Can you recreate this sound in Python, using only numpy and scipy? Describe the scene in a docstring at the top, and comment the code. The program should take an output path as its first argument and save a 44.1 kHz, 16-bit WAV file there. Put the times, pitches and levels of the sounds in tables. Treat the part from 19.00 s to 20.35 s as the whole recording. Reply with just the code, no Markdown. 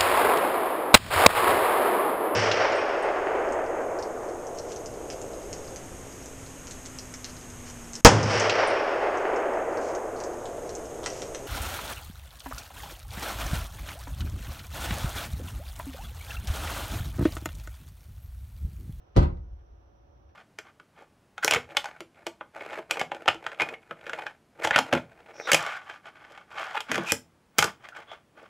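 """Plastic motor housing set down on a table

The rim brushes, lands with a thump, chatters and slides to rest: pushes drive damped table modes,
contacts add knocks, cracks and shell modes, and the slide is dense random slips.
Fingers tick faintly as filtered noise bursts. A small room answers with a decaying noise tail,
over filtered-noise air and a fan hum of sines. Two spaced microphones listen.
"""
import sys
import numpy as np
from scipy import signal
from scipy.fft import rfft, irfft
from scipy.io import wavfile

SR = 44100
rng = np.random.default_rng(int(sys.argv[2]) if len(sys.argv) > 2 else 0)


def transcribe(signal):
    """Save signal, clipped to [-1, 1], as a 16-bit WAV file at the path in sys.argv[1]."""
    frames = np.atleast_2d(signal).T
    limited = np.clip(frames, -1, 1)
    pcm = np.round(limited * 32767).astype(np.int16)
    wavfile.write(sys.argv[1], SR, pcm)


N = 59535  # 1.35 s


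def amp(db):
    """Decibels to gain."""
    return 10 ** (np.asarray(db) / 20)


def unit(x):
    """Scale to rms 1."""
    return x / np.sqrt(np.mean(x ** 2) + 1e-20)


def along(points, hz):
    """Interpolate (frequency, value) points on a log frequency axis."""
    point_hz, values = np.transpose(points)
    return np.interp(np.log(hz + 1), np.log(point_hz + 1), values)


def since(start_s):
    """Seconds since start_s, zero before it."""
    return np.maximum(np.arange(N) / SR - start_s, 0)


def filtered(x, response):
    """Multiply the zero-padded spectrum of x by response(hz)."""
    hz = np.fft.rfftfreq(2 * N, 1 / SR)
    return irfft(rfft(x, 2 * N) * response(hz))[..., :N]


def coloured(x, points):
    """Causal minimum-phase filter with the gain of (frequency, dB) points."""
    def response(hz):
        cepstrum = irfft(np.log(amp(along(points, hz))))
        folded = np.r_[cepstrum[0], 2 * cepstrum[1:N]]
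        return np.exp(rfft(folded, 2 * N))
    return filtered(x, response)


# left-right likeness of diffuse sound: (frequency [Hz], coherence [-1 to 1])
COHERENCE = [(60, 1), (120, 0.82), (220, 0.81), (400, -0.4), (750, -0.51), (1300, -0.45), (2500, -0.19),
             (5000, 0.072), (15000, 0.47)]


def diffuse(pair):
    """Mix two unrelated signals to the left-right coherence of a diffuse field."""
    def mid_side_gains(hz):
        angle = np.arccos(np.clip(along(COHERENCE, hz), -1, 1)) / 2
        return np.array([np.cos(angle), np.sin(angle)])
    mid, side = filtered(pair, mid_side_gains)
    return np.array([mid + side, mid - side])


RIGHT_LAG_S = 0.00054


def spaced(x):
    """Direct sound reaches the right microphone later than the left."""
    lags_s = np.array([[0], [RIGHT_LAG_S]])
    return filtered(x, lambda hz: np.exp(-2j * np.pi * hz * lags_s))


def ring(modes, start_s, rise_s, scatter_db=0):
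    """Struck damped modes, neighbours swinging in opposite directions."""
    t = since(start_s)
    waves = np.zeros(N)
    for k, (hz, db, t60_s) in enumerate(modes):
        level = (-1) ** k * amp(db + scatter_db * rng.standard_normal())
        waves += level * np.exp(-np.log(1000) * t / t60_s) * np.sin(2 * np.pi * hz * t)
    return waves * (1 - np.exp(-t / rise_s))


def burst(start_s, t60_s, colour, rise_s):
    """Stereo coloured noise with a fast rise and exponential decay."""
    t = since(start_s)
    noise = unit(coloured(rng.standard_normal((2, N)), colour))
    return noise * (1 - np.exp(-t / rise_s)) * np.exp(-np.log(1000) * t / t60_s)


# low modes of table top and air around it: (frequency [Hz], level [dB], t60 [s])
TABLE_MODES = [(40.32, -25.5, 0.67), (56.77, -35, 1.52), (59.7, -4.5, 0.089), (74.72, -10.5, 0.31),
               (100, -7.5, 0.077), (140.2, -11.5, 0.29), (175.8, -8, 0.17), (249.8, -2.5, 0.15),
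               (296, -3, 0.1), (348.7, -9, 0.29)]
# pushes as the housing lands, rocks and is released: (time [s], strength [dB], contact time [s])
TABLE_PUSHES = [(0.158, -16, 0.002), (0.1682, 3.5, 0.0066), (0.1908, 6.5, 0.015), (.2066, -6.5, 0.0054),
                (0.3126, -13.5, 0.01), (0.3785, -20.5, 0.0094), (0.5143, -19, 0.013), (0.707, -25, .016)]


def thump():
    """Each push sets the table modes swinging; a longer contact is duller."""
    def force(hz):
        return sum(amp(db) * np.exp(-(hz * contact_s) ** 2 - 2j * np.pi * hz * s)
                   for s, db, contact_s in TABLE_PUSHES)
    return spaced(filtered(ring(TABLE_MODES, 0, rise_s=0.00013), force))


# contacts of rim with table: (time [s], strength [dB], extra crack level [dB])
RIM_CONTACTS = [(0.1639, -4.5, 3.5), (0.1696, -1, 2.5), (.1772, 1, -17.5), (0.1862, -7.5, -2),
                (0.1916, -9.5, 1), (.2235, -13, 0), (.232, -10.5, -10.5), (0.372, -29, -10)]
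# modes of the plastic shell: (frequency [Hz], level [dB], t60 [s])
SHELL_MODES = [(390, -9, 0.15), (489, -5, 0.07), (530.2, -9, 0.15), (644, -10.5, 0.13), (705, -16, 0.074),
               (830, -6.5, 0.073), (928, -6.5, 0.079), (966, -9, .17), (1249.5, -12, .16),
               (1374, -28.5, 0.11), (1980, -20, 0.2)]
# dull knock of a contact: (frequency [Hz], gain [dB])
KNOCK_COLOUR = [(60, -28.5), (200, 18.5), (350, 23.5), (600, 23.5), (1000, 15.5), (1600, -12), (4000, -7.5),
                (16000, -44.5)]
# plastic cracking against the table: (frequency [Hz], relative density [dB per Hz])
CRACK_COLOUR = [(100, -31.5), (500, 15.5), (1200, 2.5), (1700, -7), (2800, -9.5), (4300, -9), (6200, -15),
                (7500, -21.5), (11000, -28.5), (16000, -35.5)]
SHELL_DB, KNOCK_DB, CRACK_DB = -24.5, -3.5, -25
CRACK_T60_S = 0.081
SHELL_JITTER_S = 0.000528
CRACK_PAN_DB = 1.96  # left up, right down by this much


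def chatter():
    """Each rim contact knocks, cracks and rings the shell modes."""
    blows, shell, cracks = np.zeros(N), np.zeros(N), np.zeros((2, N))
    for s, db, crack_db in RIM_CONTACTS:
        blows[round(s * SR)] += amp(db + KNOCK_DB)
        shell_s = s + SHELL_JITTER_S * rng.standard_normal()
        shell += amp(db + SHELL_DB) * ring(SHELL_MODES, shell_s, rise_s=0.0002, scatter_db=0.5)
        crack = burst(s, CRACK_T60_S, CRACK_COLOUR, rise_s=0.000088)
        cracks += amp(db + crack_db + CRACK_DB) * crack
    knocks = coloured(blows, KNOCK_COLOUR)
    return spaced(shell + knocks) + cracks * amp([[CRACK_PAN_DB], [-CRACK_PAN_DB]])


# level of the sliding rim, follows its pressure: (time [s], level [dB])
SLIDE_LEVEL = [(0.143, -76.5), (0.154, -59), (0.164, -42), (0.169, -34), (0.21, -45.5), (.229, -38.5),
               (.255, -48.5), (.28, -57.5), (0.331, -88.5)]
# rim rubbing on the table: (frequency [Hz], relative density [dB per Hz])
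RUB_COLOUR = [(100, -17), (300, 0.5), (600, 1.5), (1300, 10), (1700, -1.5), (2800, 0), (4300, -7.5),
              (6200, -19), (7500, -20), (11000, -33.5), (16000, -33.5)]
SLIPS_PER_S, SLIP_SPREAD_DB = 7800, 1


def slide():
    """Dense random slips of the rim as it brushes the table and slides to rest."""
    hits = rng.random(N) < SLIPS_PER_S / SR
    strengths = amp(SLIP_SPREAD_DB * rng.standard_normal(N))
    slips = hits * strengths * rng.standard_normal((2, N))
    level_db = np.interp(np.arange(N) / SR, *np.transpose(SLIDE_LEVEL))
    return unit(coloured(diffuse(slips), RUB_COLOUR)) * amp(level_db)


# finger ticks on the housing: (time [s], level [dB])
FINGER_TICKS = [(0.373, -73), (.586, -66.5), (0.8195, -78), (1.165, -73), (1.288, -65.5)]
# colour of a tick: (frequency [Hz], relative density [dB per Hz])
TICK_COLOUR = [(150, -6), (700, 2.5), (1800, 5.5), (4000, -5.5), (7000, -24), (16000, -34.5)]
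TICK_T60_S, TICK_RISE_S = 0.099, 0.0045


def fingers():
    """Soft noise bursts as the grip shifts and lets go."""
    return sum(amp(db) * burst(s, TICK_T60_S, TICK_COLOUR, TICK_RISE_S) for s, db in FINGER_TICKS)


# reverberation time: (frequency [Hz], t60 [s])
REVERB_T60 = [(60, .6), (150, 0.31), (320, 0.49), (600, 0.29), (1300, 0.32), (3000, 0.26), (7000, 0.32),
              (15000, .19)]
# reverberation level: (frequency [Hz], gain [dB])
REVERB_COLOUR = [(30, -31.5), (100, -9), (250, -7), (600, -6), (1500, -1.5), (4000, -10), (15000, -27)]


def room(direct):
    """Convolve with a diffuse noise tail, each frequency decaying at its own rate."""
    hz, t, spectrum = signal.stft(rng.standard_normal((2, N)), SR, nperseg=256)
    rate = np.log(1000) / along(REVERB_T60, hz)[:, None]
    decaying = spectrum * np.exp(-rate * t) * np.sqrt(2 * rate / SR)  # energy independent of t60
    tail = signal.istft(decaying, SR, nperseg=256)[1][:, :N]
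    onset = 1 - np.exp(-since(0.0013) / 0.0044)
    tail = coloured(diffuse(tail), REVERB_COLOUR) * onset
    return signal.fftconvolve(direct[:1], tail, axes=1)[:, :N]  # left channel feeds both sides


# room air noise: (frequency [Hz], relative density [dB per Hz])
AIR_COLOUR = [(20, -22), (38, -11), (58, -1), (80, -3.5), (115, -12.5), (200, -25), (350, -19.5),
              (750, -22.5), (1000, -26.5), (1400, -31), (2100, -41.5), (3300, -43), (4800, -52),
              (5400, -46), (5850, -39), (6700, -68), (16000, -61.5)]
# left minus right level of the air noise: (frequency [Hz], difference [dB])
AIR_LEFT_RIGHT = [(100, 1), (400, -5.5), (1300, -5.5), (2400, -4.5), (4400, 1), (8000, 8.5), (15000, 6)]
# steady hum of a fan: (frequency [Hz], level [dB rms])
FAN_HUM = [(339, -76.5), (565, -78.5), (732, -80.5)]
AIR_DB = -57  # before left-right balance


def room_tone():
    """Diffuse filtered noise for rumble and hiss, steady sines for the fan hum."""
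    air = unit(coloured(diffuse(rng.standard_normal((2, N))), AIR_COLOUR))
    halves = np.array([[0.5], [-0.5]])
    air = filtered(air, lambda hz: amp(along(AIR_LEFT_RIGHT, hz) * halves))
    hum = np.zeros(N)
    for hz, db in FAN_HUM:
        cycles = hz * since(0) + rng.random()
        hum += amp(db) * np.sqrt(2) * np.sin(2 * np.pi * cycles)
    return amp(AIR_DB) * air + hum


def scene():
    """Sum the housing, the fingers, their reverberation and the room tone."""
    direct = thump() + chatter() + slide() + fingers()
    return direct + room(direct) + room_tone()


LOW_CUT_HZ, TOP_HZ = 47.3, 16100


def record(dry):
    """The recorder cuts the deepest bass and keeps nothing above its band limit."""
    high_pass = signal.butter(2, LOW_CUT_HZ, "high", fs=SR, output="sos")
    lean = signal.sosfilt(high_pass, dry)
    return filtered(lean, lambda hz: hz < TOP_HZ)


dry = scene()
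out = record(dry)
transcribe(out)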